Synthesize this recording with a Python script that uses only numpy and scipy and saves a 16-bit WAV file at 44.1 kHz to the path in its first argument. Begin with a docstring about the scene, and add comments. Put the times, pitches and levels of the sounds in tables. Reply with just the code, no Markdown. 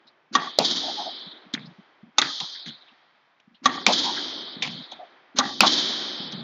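"""Squash rally indoors

A player drives a squash ball on an indoor court, heard from the back corner.
Each stroke swishes, cracks and rings the strings; the ball smacks the front wall and the bare court rings on.
Bounces, footfalls, shoe scuffs and brief hollow swells come between, over faint air noise. Bursts of filtered
random clicks make the cracks, taps, scuffs and swells, damped sine waves the ringing, fading noise the echo.
The recorder cuts the bass, gates fading sound, narrows the treble and clips peaks above full scale."""
import sys
import numpy as np
from scipy import signal
from scipy.io import wavfile
from scipy.ndimage import uniform_filter1d

SR = 44100
rng = np.random.default_rng(int(sys.argv[2]) if len(sys.argv) > 2 else 0)


def dump(signal):
    """Clip the signal to [-1, 1] and save it as 16-bit WAV at the path in sys.argv[1]."""
    limited = np.clip(np.atleast_2d(signal).T, -1, 1)
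    pcm = np.round(limited * 32767).astype(np.int16)
    wavfile.write(sys.argv[1], SR, pcm)


N = 283563  # length of the scene in samples

# Levels of short sounds compare their energy with 10 ms at full scale; "base" levels get a fixed offset later.
# racket strokes: t/s, crack level/dB, strings level/dB, string pitch factor, boost of low string modes/dB,
# ball pop level/dB, side wall level/dB, early reflections base level/dB, swish level/dB,
# echo base level/dB, echo bass boost/dB, echo middle boost/dB
STROKES = [ (0.3517, -21, -11.5, 1.005, -5.5, -31.5, -27, -18.5, -25, -36, -4, 6),
           (2.1835, -12, -19.5, 1.1, 3, -21.5, -32.5, -23, -42.5, -29.5, -14.5, -14),
           (3.6572, -17.5, -10.5, 1.01, 0.5, -28, -35.5, -18.5, -28.5, -35.5, 11.5, 7),
           (5.3866, -14.5, -19.5, 1.02, 13.5, -39, -20.5, -18, -22, -32.5, 9.5, -1.5)]
# ball on the front wall: t/s, crack level/dB, pop f/Hz, scatter level/dB, boom f/Hz, boom delay/s,
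# boom level/dB, echo bass and middle boost/dB
SMACKS = [ (0.5870, -13.5, 593.5, -24, 623, 0.0095, -19.5, 1),
          (3.8650, -12.5, 2332, -15.5, 730, .022, -16.5, 3),
          (5.6059, -10, 2570, -14.5, 900, 0.024, -12, 3.15)]
# ball on floor, glass and side wall: t/s, tap level/dB, tap hold/s, thump level/dB, hollow note f/Hz,
# note base level/dB, rumble level/dB, rumble hold/s
BOUNCES = [ (1.5369, -24.5, 0.0011, -28, 1770, -27.5, -32.5, .17),
           (2.2147, -18, .003, -39, 1597, -18, -40.5, 0.018),
           (2.401, -27.5, 0.0023, -57, 990, -31, -41, 0.024),
           (2.659, -34, 0.039, -48, 1800, -37, -36, 0.057),
           (3.399, -45.5, 0.00087, -78, 1700, -63, -74.5, .01),
           (4.622, -22, 0.0073, -48, 2420, -19.5, -29.5, 0.183),
           (4.915, -37, 0.0079, -63, 720, -36, -49, 0.055),
           (6.32, -36, 0.0058, -46.5, 1600, -45, -26.5, 0.17)]
# footfalls on the sprung floor: t/s, base level/dB, roll from heel to sole/s
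STEPS = [(0.05, -58, .01), (1.263, -42, 0.0071), (1.459, -46.5, 0.011), (1.783, -43, 0.007),
         (2.029, -40, 0.057), (2.915, -54.5, 0.018), (3.473, -45.5, 0.063), (4.563, -34.5, 0.051),
         (6.199, -31, .1)]
# shoe scuffs: t/s, level/dB, f/Hz
SCUFFS = [(0.066, -40, 4210), (1.619, -44.5, 3680), (1.651, -43, 4650), (2.878, -45, 3180),
          (3.542, -41, 3730)]
# brief hollow swells in a narrow band: t/s, nominal length/s, f/Hz, base level/dB
SWELLS = [(0.806, 0.096, 733, -26.5), (0.961, 0.066, 810, -26.5), (1.053, 0.027, 713, -29),
          (2.543, 0.019, 1800, -44), (4.031, 0.074, 895, -23.5), (4.158, 0.023, 1540, -31.5),
          (4.974, 0.048, 686, -34.5)]
# modes of the strung racket, before pitch factor and boost: f/Hz, relative level/dB, time to fade 60 dB/s
RACKET_MODES = [(250, -12.5, 0.15), (582, -17.5, 0.025), (780, -8.5, 0.021), (1136.5, 2.5, 0.032),
                (1332, -14.5, 0.063), (1852, -8, .04), (2390, -20.5, .03), (3310, -9.5, .025),
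                (3570, -17, 0.031)]

# tone colours, of which only the shape counts: f/Hz, relative level per Hz/dB
CRACK_TONE = [(60, -38.5), (250, -9), (1300, 1.5), (2100, -23.5), (2800, -8), (3300, -1), (3800, 8.5),
              (4500, -3), (5500, -3), (6500, 0.5), (7600, -24.5)]  # ball on strings
SMACK_TONE = [(60, -27.5), (300, -19), (700, -9.5), (1300, -1), (1900, -8.5), (2600, -22.5), (3100, 3),
              (3550, 5.5), (4400, 4), (5500, -2), (6600, -7.5), (7600, -9.5)]  # ball on front wall
SCATTER_TONE = [(50, -35), (120, -20), (250, 2.5), (450, -3), (1000, 1), (1700, -9), (2400, 0),
                (4500, -2.5), (6500, -14), (7600, -24)]  # sound scattered off the walls
TAP_TONE = [(100, -24.5), (1000, -25), (2700, -14.5), (3300, 2.5), (4000, -0.5), (4700, -10.5),
            (6300, -12.5), (7600, -28)]  # rubber on floor or wall
SWISH_TONE = [(80, -19), (280, 8), (700, -8.5), (1500, 0.5), (2600, -4.5), (3600, 3.5), (5000, 0),
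              (6500, -5.5), (7600, -23.5)]  # racket through the air
CLATTER_TONE = [(60, -39.5), (150, -7.5), (280, 0.5), (520, -11.5), (800, 1), (980, -4), (1160, -1),
                (1450, -8), (1900, 2), (2300, -17.5), (2700, -14), (3600, -18.5), (6000, -23.5),
                (7600, -36.5)]  # blow thrown back by the near walls
ECHO_TONE = [(40, -38.5), (90, -29.5), (155, -11.5), (300, 4.5), (440, -12), (800, -13), (1900, -13),
             (2830, -17.5), (3120, 3.5), (3800, 5), (4700, 0.5), (5600, -6), (6700, -10.5), (7700, -30)]  # ringing court, and the flutter
AIR_TONE = [(30, -11.5), (80, -15), (140, 6), (250, -0.5), (500, -7.5), (800, -1), (1200, -2), (2000, -1.5),
            (3500, -8), (5500, -0.5), (7500, -16)]  # air noise of the hall
# how long the court rings: f/Hz, time to fade 60 dB/s
RING_TIMES = [(80, 1.6), (200, 1.65), (700, 4.35), (1300, 3.77), (2400, 3.21), (3600, 2.354), (5000, 2.19),
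              (7000, 1.295)]
# noise gate threshold: f/Hz, level per Hz/dB
GATE_AT = [(200, -75.5), (3200, -72.5), (3800, -74.5), (4700, -75), (5500, -78.5), (7000, -89.5)]
# noise gate depth: f/Hz, greatest cut/dB
GATE_CUT = [(100, 9.4), (300, 3), (450, 3), (2700, 2.7), (3200, 16), (4000, 19), (5000, 19), (7000, 20)]

AIR_DB = -64
# echo levels: wall echo against its crack, bounce echo against the note's base level
SMACK_ECHO_DB, BOUNCE_ECHO_DB = -10, -17.5
EARLIER_SMACK_S, EARLIER_ECHO_DB = -1.2, -24  # the court still rings from the previous shot
BOARD_HZ = 204  # note of the floorboards
RUMBLE_HZ, RUMBLE_SAG_DB_PER_S = 184.4, 30.5  # the struck panel rumbles on, slowly sinking
POP_DB = -2.5  # wall pop against its crack
ROUND_TRIP_S = .057  # from the front wall to the back glass and home again
FLUTTER_DB, FLUTTER_LOSS_DB = -1.5, 3  # start level against the crack, then the loss on each trip
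FLUTTER_S, FLUTTER_SPREAD_S = 0.013, 0.0039  # start hold of a return, then its growth on each trip
# the foot is planted just before the blow: lead, base level against the swish, note
PLANT_LEAD_S, PLANT_DB, PLANT_HZ = 0.041, -15, 253.6
CRACK_S = 0.0014  # the ball stays on the strings this long
FRAME_HZ = 950  # a blow off the centre of the strings brings out the modes below this
BALL_HZ = 2320  # the hollow ball pops as it is squashed
SIDE_WALL_S, SIDE_WALL_HZ = .011, 1159  # the near side wall throws back the middle of the ring
RETURN_S, RETURN_DB = .119, -18.5  # the ring comes back from the front wall, weaker than the first ring
WALLS_LOSS_DB_PER_S = 104.5  # the early reflections weaken as their paths lengthen
BAND_HZ, EDGE_HZ = 7550, 16000  # treble limits before and after the overload

HZ = np.fft.rfftfreq(2048, 1 / SR)  # pitch grid for tone colours
T = np.arange(SR // 4) / SR  # clock of one short sound, in seconds


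def amp(db):
    """Turns decibels into a gain."""
    return 10 ** (np.asarray(db) / 20)


def read(points, hz=HZ):
    """Joins table rows by straight lines on a log-frequency axis."""
    f, value = np.transpose(points)
    return np.interp(np.log(hz + 1), np.log(f + 1), value)


def hump(hz, octaves):
    """Gives the spectrum in dB of one broad resonance."""
    distance = np.log2((HZ + 1) / hz) / octaves
    return -20 * np.log10(1 + distance ** 4)


def at_level(x, db):
    """Scales a sound to the energy of 10 ms at the given level."""
    return amp(db) * x * np.sqrt(.01 * SR / (np.sum(x ** 2) + 1e-20))


def add(mix, s, sound):
    """Mixes a sound in from time s, which may lie before the start."""
    start = round(s * SR)
    sound = sound[max(-start, 0):]
    part = mix[max(start, 0):][:len(sound)]
    part += sound[:len(part)]


def colour(x, db):
    """Filters a sound to the given spectrum, with unit filter energy and no sound ahead of its cause."""
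    log_gain = np.log(amp(np.maximum(db, db.max() - 80)))
    mirrored = np.r_[log_gain, log_gain[-2:0:-1]]
    # this choice of phase makes the filter start at once
    taps = np.fft.ifft(np.exp(np.conj(signal.hilbert(mirrored)))).real
    return signal.fftconvolve(x, taps / np.linalg.norm(taps))[:len(x)]


def envelope(rise, hold, t60):
    """Rises, holds, then dies by 60 dB in t60 (hold counts from the start)."""
    return np.minimum(T / rise, 1) * amp(-60 * np.maximum(T - hold, 0) / t60)


def ragged(shape, depth_db):
    """Roughens an envelope: reflections arrive in clumps of a millisecond or two."""
    clumps = uniform_filter1d(rng.standard_normal(len(shape)), size=80)
    return shape * amp(depth_db * clumps / clumps.std())


def burst(spectrum, db, shape):
    """Makes a cluster of wavelets of random sign under an envelope."""
    clicks = shape * rng.choice([-1., 1.], len(shape))
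    return at_level(colour(clicks, spectrum), db)


def thump(hz, db, rise, t60):
    """Makes one low damped swing."""
    return at_level(np.sin(2 * np.pi * hz * T) * envelope(rise, rise, t60), db)


def step(db, hz, roll):
    """The heel pushes the boards, which rumble while the foot rolls onto the sole."""
    heel = thump(hz, db - 4, rise=0.0073, t60=0.026)
    boards = burst(hump(hz, octaves=.45), db - 4, envelope(rise=.006, hold=roll, t60=0.075))
    return heel + boards


def echo(sources, build=.07):
    """Each blow (s, dB, bass dB, middle dB) feeds the diffuse field, where each band dies at its own speed."""
    hz = np.fft.rfftfreq(512, 1 / SR)
    t = np.arange(N // 256 + 3) * 256 / SR
    s, db, bass_db, middle_db = np.transpose(sources)
    age = np.maximum(t[:, None] - s, 0)
    fed = np.minimum(age / build, 1) ** 2 * amp(2 * db)  # doubled dB: power, not amplitude
    low = 1 / (1 + (hz / 420) ** 4)
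    below_treble = 1 / (1 + (hz / 2900) ** 16)
    body = amp(2 * (np.outer(bass_db, low) + np.outer(middle_db, below_treble - low)))
    rate = 2 * np.log(1000) / read(RING_TIMES, hz)
    # each blow decays from its own time
    power = (fed @ (body * np.exp(s[:, None] * rate))) * np.exp(-t[:, None] * rate)
    tone = amp(read(ECHO_TONE, hz))
    noise = signal.stft(rng.standard_normal(N + SR), nperseg=512)[2][:, :len(t)]
    gain = (np.sqrt(power) * tone).T / np.sqrt(np.mean(tone ** 2))
    return signal.istft(noise * gain)[1][:N]


def hall_air():
    """Faint steady air noise of the hall: filtered random noise."""
    # the first second is dropped, so the filter has settled
    return amp(AIR_DB) * colour(rng.standard_normal(N + SR), read(AIR_TONE))[SR:]


def court():
    """Strokes, smacks and bounces all ring on in the bare room; the soft bounces ring hollower."""
    strokes = [(s, db, bass_db, middle_db) for s, *_, db, bass_db, middle_db in STROKES]
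    smacks = [(s, crack_db + SMACK_ECHO_DB, body_db, body_db) for s, crack_db, *_, body_db in SMACKS]
    landings = [(s, note_db + BOUNCE_ECHO_DB, -14, 5) for s, _, _, _, _, note_db, _, _ in BOUNCES]
    earlier = [(EARLIER_SMACK_S, EARLIER_ECHO_DB, 0, 0)]
    return echo(strokes + landings, build=0.076) + echo(earlier + smacks, build=.08)


def swells():
    """Short hollow swells: narrow-band bursts that rise over half their nominal length, then die away."""
    out = np.zeros(N)
    for s, length, hz, db in SWELLS:
        shape = envelope(rise=length / 2, hold=length * 0.94, t60=0.11)
        add(out, s, burst(hump(hz, octaves=0.26), db + 0.5, shape))
    return out


def scuffs():
    """A rubber sole drags briefly on the varnish: a burst around one high pitch."""
    out = np.zeros(N)
    for s, db, hz in SCUFFS:
        shape = envelope(rise=0.0055, hold=.012, t60=0.12)
        add(out, s, burst(hump(hz, octaves=0.31), db, shape))
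    return out


def footfalls():
    """The player's feet shift between strokes and sound the floorboards."""
    out = np.zeros(N)
    for s, db, roll in STEPS:
        add(out, s, step(db, BOARD_HZ, roll))
    return out


def bounces():
    """A softer landing: a rubber tap, the panel's thump and rumble, a hollow note scattered off the walls."""
    out = np.zeros(N)
    for s, tap_db, tap_s, thump_db, hz, note_db, rumble_db, rumble_s in BOUNCES:
        add(out, s, burst(read(TAP_TONE), tap_db, envelope(rise=0.0026, hold=tap_s, t60=.035)))
        add(out, s, thump(255, thump_db, rise=0.0051, t60=0.036))

        rumble = envelope(rise=.012, hold=rumble_s, t60=.1) * amp(-RUMBLE_SAG_DB_PER_S * T)
        add(out, s, burst(hump(RUMBLE_HZ, octaves=0.52), rumble_db, rumble))

        note = ragged(envelope(rise=0.00033, hold=0.011, t60=0.21), depth_db=6.5)
        add(out, s, burst(hump(hz, octaves=0.41), note_db - 3.5, note))
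        scatter = ragged(envelope(rise=.001, hold=.008, t60=.22), depth_db=6.5)
        add(out, s, burst(read(SCATTER_TONE), note_db - 8, scatter))
    return out


def front_wall():
    """The ball flattens with a crack and a pop, the wall booms, the crack flutters between the end walls."""
    out = np.zeros(N)
    for s, crack_db, pop_hz, scatter_db, boom_hz, delay, boom_db, _ in SMACKS:
        contact = envelope(rise=0.00092, hold=0.0012, t60=0.016)
        add(out, s, burst(read(SMACK_TONE), crack_db, contact))
        pop = contact * np.sin(2 * np.pi * pop_hz * T)
        add(out, s, at_level(pop, crack_db + POP_DB))

        scatter = ragged(envelope(rise=0.002, hold=0.011, t60=0.2), depth_db=0.5)
        add(out, s + 0.0022, burst(read(SCATTER_TONE), scatter_db, scatter))

        boom = envelope(rise=0.0017, hold=0.018, t60=0.11)
        add(out, s + delay, burst(hump(boom_hz, octaves=0.6), boom_db, boom))
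        low_boom = envelope(rise=0.005, hold=0.01, t60=0.14)
        add(out, s + 0.0034, burst(hump(233, octaves=0.52), boom_db - 6.5, low_boom))

        for trip in range(1, 4):
            hold = FLUTTER_S + FLUTTER_SPREAD_S * trip
            flutter = ragged(envelope(rise=0.0024, hold=hold, t60=.025), depth_db=1.5)
            flutter_db = crack_db + FLUTTER_DB - FLUTTER_LOSS_DB * trip
            add(out, s + trip * ROUND_TRIP_S, burst(read(ECHO_TONE), flutter_db, flutter))
    return out


def string_ring(pitch, frame_db):
    """The strung racket rings: damped sine waves, the low ones boosted by frame_db."""
    ring = np.zeros(len(T))
    for hz, db, t60 in RACKET_MODES:
        level = amp(db + frame_db * (hz < FRAME_HZ))
        ring += level * np.sin(2 * np.pi * hz * pitch * T) * envelope(rise=0.00067, hold=0.0076, t60=t60)
    return ring


def racket():
    """The foot plants and the head swishes; the blow cracks, rings the strings and clatters off the near walls."""
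    out = np.zeros(N)
    for (s, crack_db, strings_db, pitch, frame_db, pop_db,
         side_db, early_db, swish_db, *_) in STROKES:
        add(out, s - PLANT_LEAD_S, step(swish_db + PLANT_DB, PLANT_HZ, roll=.014))
        swish = envelope(rise=0.06, hold=0.042, t60=0.026)
        add(out, s - .031, burst(read(SWISH_TONE), swish_db, swish))

        crack = ragged(envelope(rise=0.002, hold=CRACK_S, t60=.042), depth_db=-0.5)
        add(out, s - .001, burst(read(CRACK_TONE), crack_db, crack))
        strings = string_ring(pitch, frame_db)
        add(out, s, at_level(strings, strings_db))
        pop = envelope(rise=.001, hold=.004, t60=0.057)
        add(out, s, burst(hump(BALL_HZ, octaves=0.31), pop_db, pop))

        side = envelope(rise=.003, hold=0.013, t60=.04)
        add(out, s + SIDE_WALL_S, burst(hump(SIDE_WALL_HZ, octaves=.35), side_db, side))
        add(out, s + RETURN_S, at_level(strings, strings_db + RETURN_DB))

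        fading = envelope(rise=.008, hold=.095, t60=0.69) * amp(-WALLS_LOSS_DB_PER_S * T)
        walls = ragged(fading, depth_db=4)
        add(out, s + .006, burst(read(CLATTER_TONE), early_db - 4.5, walls))
        # part of the ring comes back with its pitch intact
        reflections = walls * rng.standard_normal(len(T))
        pitched = signal.fftconvolve(strings * amp(-700 * T), reflections)
        add(out, s + 0.0054, at_level(pitched, early_db - 6))
    return out


def scene():
    """The rally over the faint air noise of the hall, as one channel."""
    background = hall_air() + court() + swells()
    feet = scuffs() + footfalls()
    ball = bounces() + front_wall()
    return (background + feet + ball + racket())[None]


def gate(x, knee_db=6.0):
    """Turns down each band as its own smoothed level sinks under the threshold."""
    hz, _, z = signal.stft(x, SR, nperseg=512, scaling="psd")
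    over_time = uniform_filter1d(2 * abs(z) ** 2, size=4, axis=-1)
    density = uniform_filter1d(over_time, size=11, axis=-2)  # smoothed across bands too
    under_db = read(GATE_AT, hz)[:, None] - 10 * np.log10(abs(density) + 1e-20)
    cut_db = read(GATE_CUT, hz)[:, None] * np.clip(under_db / knee_db, 0, 1)
    return signal.istft(z * amp(-cut_db), SR, scaling="psd")[1][:, :N]


def low_pass(x, hz):
    """Removes treble steeply, delaying all pitches alike."""
    taps = signal.firwin(255, hz, window=("kaiser", 9), fs=SR)
    return signal.oaconvolve(x, taps[None], "same")


def record(dry, low_cut_hz=85):
    """Bass cut, noise gate, narrow treble, overload at full scale, then the band limit."""
    thin = signal.sosfilt(signal.butter(2, low_cut_hz, "high", fs=SR, output="sos"), dry)
    narrow = low_pass(gate(thin), BAND_HZ)
    return low_pass(np.clip(narrow, -1, 1), EDGE_HZ)


dry = scene()
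out = record(dry)
dump(out)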